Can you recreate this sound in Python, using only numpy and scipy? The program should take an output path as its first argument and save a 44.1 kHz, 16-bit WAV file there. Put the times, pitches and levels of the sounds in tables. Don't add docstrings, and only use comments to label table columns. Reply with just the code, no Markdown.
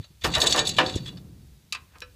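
import sys
import numpy as np
from scipy import signal
from scipy.fft import rfft, irfft, next_fast_len
from scipy.io import wavfile
from scipy.ndimage import uniform_filter1d

SR = 44100
rng = np.random.default_rng(int(sys.argv[2]) if len(sys.argv) > 2 else 0)


def to_wav(sig):
    pcm = np.clip(np.atleast_2d(sig), -1, 1) * 32767
    pcm = np.round(pcm).astype(np.int16)
    wavfile.write(sys.argv[1], SR, pcm.T)


N = 94815
T = np.arange(N) / SR

# frequency_hz, level_db
AIR_SPECTRUM = [(30, -6), (200, -5), (500, -10.5), (1200, -13.5), (4000, -11), (9000, -15), (15000, -17.5)]
AIR_DB = -64.5

# time_s, deep_bass_level_db, upper_bass_level_db
RUMBLE_LEVELS = [(0, -66, -38), (.08, -61, -84), (0.109, -64, -53), (.21, -50, -83), (0.249, -34.5, -38.5),
                 (.3, -35.5, -32), (.35, -46, -43), (0.379, -30.5, -42), (.42, -40.5, -49), (.6, -43, -38),
                 (.78, -59, -33.5), (.87, -49, -39), (1.02, -46.5, -39.5), (1.199, -50.5, -41.5),
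                 (1.352, -54, -48.5), (1.551, -52, -58), (1.62, -65, -58.5), (1.78, -59.5, -63),
                 (1.83, -46.5, -56), (1.92, -61, -69), (2.15, -51, -62.5)]
# frequency_hz, level_db
DEEP_SPECTRUM = [(20, -26.5), (40, -8.5), (65, 2.5), (95, -2.5), (140, -17.5), (300, -44)]
# frequency_hz, level_db
UPPER_SPECTRUM = [(60, -20), (120, 4), (170, 1), (230, -8), (380, -14), (600, -29), (1200, -35.5),
                  (4000, -62)]

# time_s, level_db
RUN_LEVELS = [(0, -51.5), (.06, -79), (.11, -72), (.2, -77.5), (.26, -44), (.31, -42.5), (.37, -38),
              (.55, -32.5), (.64, -36.5), (.71, -35.5), (.75, -39.5), (.92, -41.5), (.99, -46.5),
              (1.03, -55.5), (1.085, -44), (1.115, -59.5), (1.24, -76)]
RUN_PER_S, RUN_TILT_DB_PER_OCTAVE, RUN_SPREAD_DB = 640, -1.3, 5
RUN_LINKS = 4

# centre_s, level_db, pitch_hz, length_s
THUMPS = [(.003, -29, 105, .0035), (.9625, -26, 300, .0011), (.9625, -24, 85, .004)]

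# start_s, level_db, chatter_s, brightness_db_per_octave
LINK_STRIKES = [(.022, -53, 0.011, -5.5), (0.0409, -48, 0.0038, -8), (0.21, -49, 0.009, -1.5),
                (0.216, -41, 0.015, -6.5), (0.236, -28, 0.0066, -5), (0.242, -27, 0.0054, 8),
                (0.314, -36.5, 0.0077, -3), (.336, -22.5, 0.01, -6), (0.348, -19, 0.0048, 2.5),
                (0.401, -23.5, 0.0089, 5), (0.4142, -15, 0.003, 1), (.439, -29, 0.0014, 9.5),
                (0.461, -23.5, 0.0033, 2.5), (0.4683, -16, 0.0025, 1), (.495, -26, 0.0086, 4.5),
                (0.505, -21, 0.015, 4.5), (.5235, -16.5, 0.0013, 2), (0.559, -25, 0.0047, 5),
                (0.574, -20, 0.01, -4.5), (0.5903, -17, 0.0013, 1.5), (.65, -30.5, 0.009, 0.5),
                (0.669, -21.5, 0.0054, 5), (0.69, -24.5, 0.0031, 6), (0.764, -28, 0.018, -3.5),
                (.86, -32.5, 0.0066, -0.5), (.881, -35, 0.0043, -9), (.894, -34, 0.0018, -5),
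                (.936, -38, 0.0081, -16.5), (0.953, -34, 0.0062, 5.5), (0.969, -39, 0.0032, -3.5),
                (1.056, -42, .004, -5), (1.073, -50, 0.0051, -7), (1.082, -43, 0.0048, -9.5),
                (1.17, -47.5, 0.0031, -7.5)]
# frequency_hz, level_db, t60_s
LINK_MODES = [(2800, -11, .06), (3010, -15, .06), (3440, -4, .08), (3535, -2, .08), (3690, -6, .075),
              (3895, -2, .08), (3975, -1, .07), (4490, 1, .07), (5190, -7, .07), (5890, -11, .08),
              (6310, -12, .08), (6715, -3, .07), (7140, -12, .08), (7980, -7, .07), (8350, -18, .06),
              (9490, -20, .055), (10750, -18, .04), (12150, -24, .05)]
# frequency_hz, level_db
LINK_CRACK_SPECTRUM = [(300, -37), (1000, -19), (2200, -6), (2800, -1.5), (3150, -3.5), (3600, 7.5),
                       (4700, -5), (7800, -8.5), (9000, -18.5), (11000, -26), (15000, -33.5)]
LINK_CRACK_DB, LINK_CRACK_T60_S = -3.5, 0.078
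LINK_DETUNE, LINK_SCATTER_DB = 0.005, 4

# start_s, level_db, chatter_s, pitch_hz
LINK_PINGS = [(.038, -48.5, 0.0044, 3980), (.86, -29.5, 0.0095, 4477), (.862, -31, .005, 3460),
              (.94, -38.5, 0.01, 3470), (.972, -44, .008, 3930), (1.057, -37.5, 0.0068, 3390),
              (1.08, -38.5, .005, 3440)]
PING_T60_S = 0.05

# start_s, length_s, level_db
GRIT_CLUSTERS = [(0.241, .012, -39), (0.25, 0.034, -32.5), (0.364, 0.073, -31), (0.427, 0.013, -33),
                 (0.495, 0.0054, -40), (1.985, 0.0041, -57.5), (2.005, 0.011, -49)]
# frequency_hz, level_db
GRIT_SPECTRUM = [(1000, -26), (3500, 0), (6000, 3), (10000, -5), (15000, -9.5)]
GRIT_PER_S, GRIT_SPREAD_DB = 830, 6

# start_s, level_db, chatter_s, brightness_db_per_octave
BODY_BLOWS = [(.242, -18, 0.0053, -1), (.350, -24, 0.0052, -1), (.366, -21, 0.014, -2.5),
              (.418, -21.5, 0.017, -5), (.436, -23, 0.016, -4), (.49, -30.5, 0.015, -5.5),
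              (.545, -20, 0.0046, -5), (.562, -21.5, 0.011, -6.5), (.583, -21.5, 0.015, -1),
              (0.7834, -11.5, 0.0034, 1.5), (.797, -21.5, 0.0032, -1), (.802, -20.5, 0.0025, -2.5),
              (0.8098, -23.5, .0015, -1), (.82, -28, 0.0038, -5.5), (.87, -47, 0.02, -1),
              (.965, -43.5, 0.014, 7.5), (1.058, -43.5, 0.018, 9), (1.123, -50, 0.0057, -14)]
# frequency_hz, level_db, t60_s
BODY_MODES = [(316, -20, .3), (422, -16, .2), (518, -10, .24), (636, -7, .2), (750, -3, .2), (920, -3, .14),
              (998, -5, .14), (1037, -2, .14), (1166, 4, .13), (1350, -7, .1), (1660, -4, .08),
              (1736, -2, .09), (1812, 1, .085), (1922, -6, .08), (2385, -4, .075), (2918, 3, .07),
              (3570, -5, .08)]
# frequency_hz, level_db
BODY_CRACK_SPECTRUM = [(100, -23), (350, -0.5), (800, -1.5), (1200, -3), (1450, 0), (1780, 1), (2100, -4),
                       (2400, 0), (3000, -1), (5000, -10.5), (8000, -21), (15000, -41)]
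BODY_CRACK_DB, BODY_CRACK_T60_S = 1.5, 0.18

# start_s, level_db, brightness_db_per_octave, frame_ring_level_db
PAWL_CLACKS = [(1.7235, -25.5, 0.5, -62), (1.7473, -32, -4.5, -57.5), (1.954, -50, -14, -64),
               (2.0177, -38.5, -5, -37)]
# frequency_hz, level_db, t60_s
PAWL_MODES = [(1050, -15, .16), (1215, -5, .11), (1620, -6, .11), (1981, -10, .14), (2487, 6, .085),
              (2640, 3, .06), (3112, -7, .09), (3975, 0, .09), (4220, 0, .07), (4603, 0, .08),
              (5260, -2, .07)]
# frequency_hz, level_db
PAWL_CRACK_SPECTRUM = [(150, -31.5), (600, -29.5), (1100, -7.5), (2000, -4.5), (2600, 5), (3300, -0.5),
                       (4200, -1.5), (6000, -3), (9000, -6.5), (15000, -22)]
PAWL_CRACK_DB, PAWL_CRACK_T60_S = 0, 0.13
PAWL_CONTACT_S, PAWL_RISE_S, FRAME_DELAY_S = 0.00161, 0.00045, 0.0035
# frequency_hz, level_db, t60_s
FRAME_MODES = [(497, -6, .2), (565, -13, .17), (1335, -6, .15), (1513, -12, .18), (1707, 0, .085),
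               (2545, 2, .065), (2900, -4, .07), (3950, 2, .06), (5491, -2, .06)]

# peak_s, rise_s, fall_s, level_db
DRAG_SWELL = (1.96, .032, .018, -55)
# frequency_hz, level_db
DRAG_SPECTRUM = [(300, -5), (900, -3), (1400, 0.5), (2600, -6), (4000, -17.5), (9000, -37)]

DAMPING = 0.52
SHED_DB, SHED_T60_S = -14, 0.35
TOP_HZ = 15300


def amp(db):
    return 10 ** (np.asarray(db) / 20)


def unit(x):
    return x / np.sqrt(np.sum(x ** 2))


def add(out, start, x, db):
    i = max(int(start * SR), 0)
    blow = unit(x) * amp(db) * np.sqrt(SR / 100)
    out[i:i + len(x)] += blow[:N - i]


def colour(x, points, tilt=0):
    size = next_fast_len(len(x) + 2048, True) // 2 * 2
    octave = np.log2(np.maximum(np.fft.rfftfreq(size, 1 / SR), 10))
    hz, db = np.array(points).T
    slope = tilt * np.clip(octave - np.log2(1000), -1, 4)
    gain = amp(np.interp(octave, np.log2(hz), db) + slope)
    cepstrum = irfft(np.log(gain))
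    cepstrum[1:size // 2] *= 2
    cepstrum[size // 2 + 1:] = 0
    response = np.exp(rfft(cepstrum))
    return irfft(rfft(x, size) * response)[:len(x)]


def ring(modes, tilt=0, detune=0, scatter_db=0, size=16000):
    hz, db, t60 = np.array(modes).T[:, :, None]
    level_draw, pitch_draw, phase_cycles = rng.standard_normal((3, len(modes), 1))
    gain = amp(db + scatter_db * level_draw + tilt * np.log2(hz / 1000))
    decay = np.exp(-np.log(1000) * T[:size] / t60)
    cycles = hz * (1 + detune * pitch_draw) * T[:size] + phase_cycles
    return unit(np.sum(gain * decay * np.sin(2 * np.pi * cycles), axis=0))


def wash(t60, size=16000):
    noise, out = rfft(rng.standard_normal(size)), 0
    octave = np.clip(np.log2(np.fft.rfftfreq(size, 1 / SR) / 1000 + 1e-9), -3, 4)
    for k in range(-3, 5):
        band = irfft(noise * np.maximum(1 - abs(octave - k), 0))
        out = out + band * np.exp(-np.log(1000) * T[:size] * 2 ** (k * DAMPING) / t60)
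    return out


def crack(t60, spectrum, tilt):
    return unit(colour(wash(t60), spectrum, tilt))


def chatter(x, seconds, rise_s=0.0011, size=2600):
    envelope = np.exp(-T[:size] / seconds) * (1 - np.exp(-T[:size] / rise_s))
    volley = rng.standard_normal(size) * envelope
    for _ in range(3):
        spectrum = rfft(volley, 2 * size)
        volley = irfft(spectrum / (abs(spectrum) + 1e-9))[:size]
        volley *= envelope / np.sqrt(uniform_filter1d(volley ** 2, size=120) + 1e-12)
    return signal.fftconvolve(x, volley)


def outdoor_air():
    air = colour(rng.standard_normal(N), AIR_SPECTRUM)
    return amp(AIR_DB) * air / air.std()


def load_rumble():
    out = np.zeros(N)
    times, deep_db, upper_db = np.array(RUMBLE_LEVELS).T
    for spectrum, curve in (DEEP_SPECTRUM, deep_db), (UPPER_SPECTRUM, upper_db):
        rumble = colour(rng.standard_normal(N), spectrum)
        out += rumble / rumble.std() * amp(np.interp(T, times, curve))
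    return out


def link(tilt):
    noise = crack(LINK_CRACK_T60_S, LINK_CRACK_SPECTRUM, tilt)
    return ring(LINK_MODES, tilt, LINK_DETUNE, LINK_SCATTER_DB) + amp(LINK_CRACK_DB) * noise


def running_chain():
    run = np.zeros(N)
    for _ in range(RUN_LINKS):
        hits = rng.random(N) < RUN_PER_S / RUN_LINKS / SR
        ticks = hits * amp(RUN_SPREAD_DB * rng.standard_normal(N))
        run += signal.fftconvolve(ticks, link(RUN_TILT_DB_PER_OCTAVE))[:N]
    return run / run.std() * amp(np.interp(T, *np.array(RUN_LEVELS).T))


def dull_thumps():
    out = np.zeros(N)
    for centre, db, hz, seconds in THUMPS:
        time = T - centre
        envelope = 1 / np.cosh(np.clip(time / seconds, -20, 20))
        add(out, 0, np.sin(2 * np.pi * hz * time) * envelope, db)
    return out


def link_strikes():
    out = np.zeros(N)
    for start, db, seconds, tilt in LINK_STRIKES:
        add(out, start, chatter(link(tilt), seconds), db)
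    for start, db, seconds, hz in LINK_PINGS:
        add(out, start, chatter(ring([(hz, 0, PING_T60_S)]), seconds), db)
    return out


def grit(size=3000):
    out = np.zeros(N)
    for start, seconds, db in GRIT_CLUSTERS:
        chance = rng.random(size)
        chance[0] = 0
        hits = (chance < GRIT_PER_S / SR) * (T[:size] < seconds)
        ticks = hits * amp(GRIT_SPREAD_DB * rng.standard_normal(size))
        add(out, start, colour(ticks, GRIT_SPECTRUM), db)
    return out


def winch_clunks():
    out = np.zeros(N)
    for start, db, seconds, tilt in BODY_BLOWS:
        noise = crack(BODY_CRACK_T60_S, BODY_CRACK_SPECTRUM, tilt)
        body = ring(BODY_MODES, tilt, scatter_db=1) + amp(BODY_CRACK_DB) * noise
        add(out, start, chatter(body, seconds), db)
    return out


def pawl_clacks():
    out = np.zeros(N)
    for start, db, tilt, frame_db in PAWL_CLACKS:
        snap = crack(PAWL_CRACK_T60_S, PAWL_CRACK_SPECTRUM, tilt)
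        body = ring(PAWL_MODES, tilt, detune=0.0109, scatter_db=-2.5) + amp(PAWL_CRACK_DB) * snap
        add(out, start, chatter(body, PAWL_CONTACT_S, PAWL_RISE_S), db)
        add(out, start + FRAME_DELAY_S, ring(FRAME_MODES), frame_db)
    return out


def pawl_drag():
    peak, rise, fall, db = DRAG_SWELL
    rub = colour(rng.standard_normal(N), DRAG_SPECTRUM)
    swell = np.exp(-np.maximum((peak - T) / rise, (T - peak) / fall))
    return rub / rub.std() * amp(db) * swell


def shed_reverberation(metal):
    response = unit(wash(SHED_T60_S, size=30000))
    return amp(SHED_DB) * signal.fftconvolve(metal, response)[:N]


def scene():
    metal = link_strikes() + running_chain() + winch_clunks() + pawl_clacks() + pawl_drag()
    reverberation = shed_reverberation(metal)
    unreflected = outdoor_air() + grit() + load_rumble() + dull_thumps()
    return (metal + reverberation + unreflected)[None]


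def record(dry):
    low_pass = signal.ellip(10, .2, 80, TOP_HZ, fs=SR, output="sos")
    return signal.sosfilt(low_pass, dry)


dry = scene()
out = record(dry)
to_wav(out)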